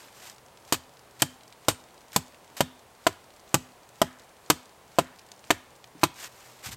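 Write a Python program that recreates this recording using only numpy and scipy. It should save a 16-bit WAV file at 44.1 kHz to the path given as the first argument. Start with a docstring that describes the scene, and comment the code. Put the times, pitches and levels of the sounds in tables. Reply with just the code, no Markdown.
"""A hatchet trims the end of a wooden pole that stands on the mossy floor of a quiet forest: twelve chops.
Each blow rings the pole and handle (fading sine tones), tears fibres (crackling noise) and thuds the soil.
Between blows a sleeve swishes, the blade grazes the wood and dry leaves tick, all made from shaped noise.
At the end the hatchet is laid down. The trees scatter the sounds back, over a steady hush and a faint drone."""
import sys
import numpy as np
from scipy import signal
from scipy.fft import rfft, irfft, next_fast_len
from scipy.io import wavfile
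from scipy.ndimage import uniform_filter1d, minimum_filter1d

SR = 44100
rng = np.random.default_rng(int(sys.argv[2]) if len(sys.argv) > 2 else 0)


def master_out(mix):
    """Clip the mix to full scale and print it as 16-bit PCM to the path in sys.argv[1]."""
    frames = np.transpose(np.atleast_2d(mix))
    ceiling = np.clip(frames, -1, 1)
    pcm = np.round(ceiling * 32767).astype(np.int16)
    wavfile.write(sys.argv[1], SR, pcm)


N = 298116
T = np.arange(SR * 3 // 5) / SR  # time within one event, in seconds

# In all tables, levels are relative, and t60_s is the time in which a sound fades by 60 dB. The chops: start_s,
# knock_db, place_along_pole_m, contact_s, repeat_after_s, crack_db, crack_tilt_db_per_octave, tearing_t60_s,
# handle_ring_db
CHOPS = [(0.7234, 3, 0.088, 0.0011, .0044, -22.5, 2.5, 0.079, -7),
         (1.2202, 3.5, .33, .0008, 0.007, -19.5, 2, 0.034, 2),
         (1.6833, 10, 0.12, .0008, 0.0036, -22, 3, 0.071, -3),
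         (2.1615, 7, 0.12, 0.001, .0048, -22, 3.5, 0.046, -1),
         (2.606, 9, 0.15, 0.00091, 0.0053, -23.5, 0.5, 0.053, 2.5),
         (3.0669, 2, .25, 0.000093, 0.0029, -23, -2, 0.049, -15),
         (3.5424, 11.5, 0.11, 0.00071, 0.0059, -20.5, 1, 0.034, 2),
         (4.0164, 7.5, 0.18, 0.00036, 0.0047, -23.5, 0.8, 0.04, 2.5),
         (4.5003, 5.5, 0.19, 0.0011, 0.00635, -19, 1, 0.056, -1),
         (4.9858, 5, .24, 0.00017, 0.0057, -26, 0, 0.072, 0),
         (5.5046, 4, 0.26, 0.0002, 0.0032, -21, -3.5, 0.036, -4),
         (6.0331, 2, .41, .00015, 0.0061, -26, -1, 0.044, -11)]
# Bending modes of the pole, damped by hand and moss: pitch_hz, level_db, t60_s
POLE_MODES = [(135, -26, 0.04), (197, -30, 0.048), (332.7, -20.5, 0.052), (382, -26.5, 0.061),
              (575, -42, 0.044), (651, -13, 0.023), (847, -20, 0.043), (987, -13, 0.029),
              (1198, -20.5, 0.036), (1335, -22, 0.044), (1524, -37, 0.061), (1795, -31.5, 0.053)]
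# Tone of tearing fibres: frequency_hz, level_db
FIBRE_COLOUR = [(100, -13.5), (400, 4.5), (1000, 5), (2000, -0.5), (4000, -4), (6000, -5.5), (8300, -3.5),
                (10000, -14), (13000, -8.5), (16000, -26)]
# The pole's upper resonances, which colour the tearing: centre_hz, width_hz, boost_db
UPPER_RESONANCES = [(2520, 110, 4.5), (2947, 150, 2.5), (3136, 240, 5.5), (3790, 150, 3.5),
                    (4540, 190, 4.5), (6640, 280, 2.5), (7440, 410, 2)]
# Larger chips that split off just after a blow: start_s, level_db, t60_s
CHIPS = [(0.7413, -34, 0.084), (1.689, -29.5, 0.12), (3.0696, -30, 0.022), (4.5037, -25.5, 0.024),
         (4.991, -30.5, 0.018), (5.509, -26, .04), (6.037, -22, 0.059)]
# The blade sings when it glances: start_s, centre_hz, filter_width_hz, level_db, t60_s
SINGS = [(1.684, 8600, 800, -39, 0.21), (2.607, 3560, 450, -51, 0.51), (4.017, 1590, 800, -49.5, 0.84),
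         (4.986, 1620, 901, -49, 0.69), (6.034, 3340, 394, -52, 0.47)]
# Sleeve and leaves rustle as the arm, pole or hatchet moves: peak_s, swell_s, fall_s, level_db
RUBS = [(.012, 0.083, 0.15, -51.5), (.268, .17, 0.092, -46.5), (6.256, 0.12, 0.031, -39.5),
        (6.45, 0.32, 0.41, -54), (6.662, 0.039, 0.051, -35), (6.723, 0.015, 0.029, -37)]
# Tone of rustling: frequency_hz, level_db
RUB_COLOUR = [(200, -11), (800, 1.5), (1800, 4), (3500, 1), (8000, 0.5), (10000, -7.5), (14000, -4),
              (16000, -27)]
# The clearest ticks of dry leaves and falling chips: start_s, level_db, centre_hz
TICKS = [(0.084, -50, 1980), (0.298, -41, 6500), (0.573, -49, 4000), (1.525, -48.5, 3950),
         (2.120, -46, 5200), (2.345, -48.5, 2720), (3.89, -49.5, 8200), (4.196, -48.5, 6000),
         (5.193, -45.5, 4900), (5.317, -40, 4830), (5.441, -45, 2500), (5.842, -44, 3440)]
# Soft bumps on the soil: start_s, centre_hz, level_db, t60_s
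BUMPS = [(5.949, 226, -51, 0.069), (6.662, 89, -47, 0.096), (6.687, 93, -45.5, .12),
         (6.729, 105, -50.5, .18)]
# Tone of the still forest air: frequency_hz, level_db
AIR_COLOUR = [(15, -29), (25, -3.5), (166, -4), (277, -5), (439, -1.5), (734, -1), (988, -2.5),
              (1400, -8.5), (1940, -11), (3250, -14.5), (4610, -16.5), (5280, -18), (8590, -18.5),
              (14800, -25), (16000, -24)]
# The soil thuds under the pole: pitch_hz, level_db, t60_s
SOIL_MODES = [(86.7, -44.5, 0.34), (112, -37, 0.094)]
# The hollow handle and its steel head ring on: pitch_hz, level_db, t60_s
HANDLE_MODES = [(253, -39, 0.35), (1240, -57, 0.24), (2760, -69, .25), (3200, -72, 0.21)]
# The blade grazes the wood just before it bites: start_s, level_db
GRAZES = [(.675, -52.5), (1.196, -43), (2.129, -41.5), (2.566, -39), (6.013, -46)]


def undb(db):
    """Turn decibels into gain."""
    return 10 ** (np.asarray(db) / 20)


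def fade(t60):
    """Die away smoothly over one event, by 60 dB in t60 seconds."""
    return np.exp(-np.log(1000) * T / max(t60, 1e-3))


def unit(x):
    """Scale to an average (rms) level of 1."""
    return x / np.sqrt(np.mean(x ** 2))


def burst(x):
    """Scale a short sound so that its energy is that of rms 1 for 32 ms."""
    return x * np.sqrt(.032 * SR / np.sum(x ** 2))


def add(out, start_s, x):
    """Mix x into out from start_s on."""
    i = max(int(start_s * SR), 0)
    out[i:i + len(x)] += x[:max(len(out) - i, 0)]


def high_pass(x, hz):
    """Remove the bass below hz."""
    return signal.sosfilt(signal.butter(2, hz, "high", fs=SR, output="sos"), x)


def colour(x, points, peaks=(), tilt_db=0):
    """Shape the tone from (Hz, dB) points, resonances and a tilt per octave above 2000 Hz."""
    n = 2 * next_fast_len(len(x) // 2 + 2048)
    f = np.maximum(np.arange(n // 2 + 1) * SR / n, 1)
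    hz, db = np.transpose(points)
    db = np.interp(np.log(f), np.log(hz), db)
    db = db + tilt_db * np.log2(np.maximum(f / 2000, 1))
    for centre, width, gain in peaks:
        db = db + gain / (1 + (2 * (f - centre) / width) ** 2)
    # folding the cepstrum makes the filter act only after each sound, never before it
    cepstrum = irfft(np.log(undb(db)))
    cepstrum[1:n // 2] *= 2
    cepstrum[n // 2 + 1:] = 0
    response = np.exp(rfft(cepstrum))
    return irfft(rfft(x, n) * response)[:len(x)]


def band(x, hz, width):
    """Pass x through one resonance, which favours frequencies near hz."""
    hz, width = min(hz, SR / 3), min(width, SR / 3)
    return signal.lfilter(*signal.iirpeak(hz, hz / width, fs=SR), x)


def narrow_band(x, hz, width):
    """Pass x through the same resonance twice, for steeper sides."""
    return band(band(x, hz, width), hz, width)


def ring(modes, detune=0.):
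    """Add up fading sine tones, each a little off pitch by a random share detune."""
    total = 0
    for hz, db, t60 in modes:
        pitch_hz = hz * (1 + detune * rng.standard_normal())
        total = total + undb(db) * fade(t60) * np.sin(2 * np.pi * pitch_hz * T)
    return total


def grains(size, spread_db):
    """Make dense clicks: noise whose strength jumps at random every 8 samples."""
    sizes = undb(spread_db * np.minimum(rng.exponential(size=size // 8 + 1), 4))
    return unit(rng.standard_normal(size) * np.repeat(sizes, 8)[:size])


def wander(rate):
    """Drift between random values, with a new one rate times a second."""
    knots = np.arange(N) * rate / SR
    return np.interp(knots, np.arange(N // 20), rng.standard_normal(N // 20))


def air(hush_db=-55, waver_db=.3, drone_db=-68, drone_hz=122.4):
    """A steady distant hush of noise wavers slightly, and a faint far drone comes and goes."""
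    level_db = hush_db + waver_db * wander(rate=3)
    hush = unit(colour(rng.standard_normal(N), AIR_COLOUR)) * undb(level_db)
    drone = unit(narrow_band(rng.standard_normal(N), drone_hz, 10.0))
    swell_db = np.interp(np.arange(N) / SR, [.7, 2, 5.5, 6.4], [1.5, -8.5, -8, 2.0])
    return hush + undb(drone_db + swell_db) * drone


def forest(x, near_db=-46.0, near_t60=0.15, far_db=-55, far_t60=0.48, rise_s=0.0055):
    """Ground and nearby trunks scatter a short tail, distant trees a faint and thinner one."""
    near_colour = [(100, 17), (300, 6), (800, -1.5), (2500, -7), (8000, 1.5), (15000, -16)]
    far_colour = [(100, -15), (400, -16.5), (1500, 2), (4000, 0.5), (8000, -5.5), (15000, -11)]
    near = colour(rng.standard_normal(len(T)) * fade(near_t60), near_colour)
    far = colour(rng.standard_normal(len(T)) * fade(far_t60), far_colour)
    echo = undb(near_db) * near + undb(far_db) * far
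    echo = echo * np.minimum(T / rise_s, 1) ** 2
    return signal.fftconvolve(x, echo)[:N]


def litter(boost_db=3, tick_t60=0.02, faint_db=-57, range_db=7, count=150):
    """Brittle leaves give short noise ticks, few clear and many faint; the soil takes soft, low bumps."""
    out = np.zeros(N)
    size = SR // 20
    brittle = fade(tick_t60)[:size]
    faint = [(u * N / SR, faint_db + range_db * v ** 2, 3000 + 5000 * w)
             for u, v, w in rng.random((count, 3))]
    for start_s, db, hz in TICKS + faint:
        click = colour(grains(size, spread_db=0.0), RUB_COLOUR)
        snap = unit(band(click, hz, 0.98 * hz))
        add(out, start_s, undb(db + boost_db) * snap * brittle)
    for start_s, hz, db, t60 in BUMPS:
        thud = narrow_band(rng.standard_normal(len(T)) * fade(t60), hz, 1.1 * hz)
        add(out, start_s, undb(db) * burst(thud))
    return out


def rubs(catch_db=2, swing_db=-58, swing_s=0.12, graze_rise_s=.002, graze_fall_s=0.074, tilt_db=-0.3):
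    """Grainy swishes swell, catch unevenly and stop: sleeve on each downswing, grazing blade, other moves."""
    t = np.arange(N) / SR
    swings = [(chop[0], swing_s, swing_s / 2, swing_db) for chop in CHOPS]
    grazes = [(s + graze_rise_s, graze_rise_s, graze_fall_s, db) for s, db in GRAZES]
    power = np.zeros(N)
    for peak_s, swell_s, fall_s, db in swings + grazes + RUBS:
        swell = np.interp(t, [peak_s - swell_s, peak_s, peak_s + fall_s], [0, 1, 0])
        power += (undb(db) * swell) ** 2
    rustle = grains(N, spread_db=2.0) * undb(catch_db * wander(rate=250))
    return np.sqrt(power) * unit(colour(rustle, RUB_COLOUR, tilt_db=tilt_db))


def tear(t60, tilt_db=0, rise_s=0.00074, cleave_db=5, cleave_t60=0.02, splinter_db=-23, splinter_t60=0.13):
    """The edge cleaves the surface, fibres snap in a dense crackle as it slows, and splinters follow."""
    cleave = undb(cleave_db) * fade(cleave_t60)
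    splinters = undb(splinter_db) * fade(splinter_t60)
    force = (cleave + fade(t60) + splinters) * (1 - np.exp(-T / rise_s))
    snaps = grains(len(T), spread_db=3.0) * force
    return burst(colour(snaps, FIBRE_COLOUR, UPPER_RESONANCES, tilt_db))


def pole_modes(place_m, node_width=0.18, uneven_db=3.0):
    """A blow feeds each bending mode as far as the pole swings there; on a still point it stays weak."""
    wave_m, wave_hz = .52, 1000  # length of a bending wave in the pole at this frequency
    hz, db, t60 = np.transpose(POLE_MODES)
    angle = 2 * np.pi * abs(place_m) / wave_m * np.sqrt(hz / wave_hz)
    swing = np.cos(angle + np.pi / 4) + np.exp(-angle) / np.sqrt(2)  # shape of a free end
    swing_db = 20 * np.log10(np.hypot(swing, node_width))
    return zip(hz, db + swing_db + uneven_db * rng.standard_normal(len(hz)), t60)


def pole_knock(place_m, contact_s):
    """The blade pushes the pole and its modes ring; a longer contact gives a duller knock."""
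    push = np.sin(np.pi * np.minimum(T / max(contact_s, 2 / SR), 1))[:SR // 100]
    # the changing grip detunes the pole from blow to blow
    tones = ring(pole_modes(place_m), detune=.018)
    knock = signal.fftconvolve(tones, push / push.sum())
    return high_pass(knock, 105)  # the knock carries no deep bass


def chops(repeat_db=-7, leaves_db=-20, leaves_t60=0.26, chip_low_hz=1070):
    """Each blow knocks the pole, and a softer copy of the knock follows a few ms later; the cut crackles, soil
    and handle ring."""
    out = np.zeros(N)
    for start_s, knock_db, place_m, contact_s, repeat_s, crack_db, tilt_db, t60, handle_db in CHOPS:
        knock = undb(knock_db) * pole_knock(place_m, contact_s)
        add(out, start_s, knock)
        add(out, start_s + repeat_s, undb(repeat_db) * knock)
        add(out, start_s, undb(crack_db) * tear(t60, tilt_db))
        add(out, start_s, ring(SOIL_MODES, detune=0.023))
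        add(out, start_s, undb(handle_db) * ring(HANDLE_MODES, detune=0.0075))
        # sprayed crumbs and shaken leaves settle
        settle = grains(len(T), spread_db=4) * fade(leaves_t60)
        add(out, start_s, undb(crack_db + leaves_db) * colour(settle, RUB_COLOUR))
    for start_s, db, t60 in CHIPS:
        # a chip is too small to radiate much bass
        add(out, start_s, undb(db) * high_pass(tear(t60), chip_low_hz))
    for start_s, hz, width, db, t60 in SINGS:
        cluster = narrow_band(rng.standard_normal(len(T)), hz, width)
        add(out, start_s, undb(db) * unit(cluster) * fade(t60))
    return out


def scene():
    """Mix the work, its echo among the trees and the air."""
    work = chops() + rubs() + litter()
    return (work + forest(work) + air())[None]


def record(dry, low_cut_hz=48, ceiling=.62, top_hz=15900):
    """The microphone sheds the deepest bass, a fast limiter holds the loud peaks and the top is cut."""
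    x = high_pass(dry, low_cut_hz)
    gain = ceiling / np.maximum(np.abs(x), ceiling)
    # hold each dip in gain for 25 samples, then smooth it
    gain = uniform_filter1d(minimum_filter1d(gain, size=25), size=25)
    return signal.sosfilt(signal.ellip(8, .2, 70, top_hz, fs=SR, output="sos"), x * gain)


dry = scene()
out = record(dry)
master_out(out)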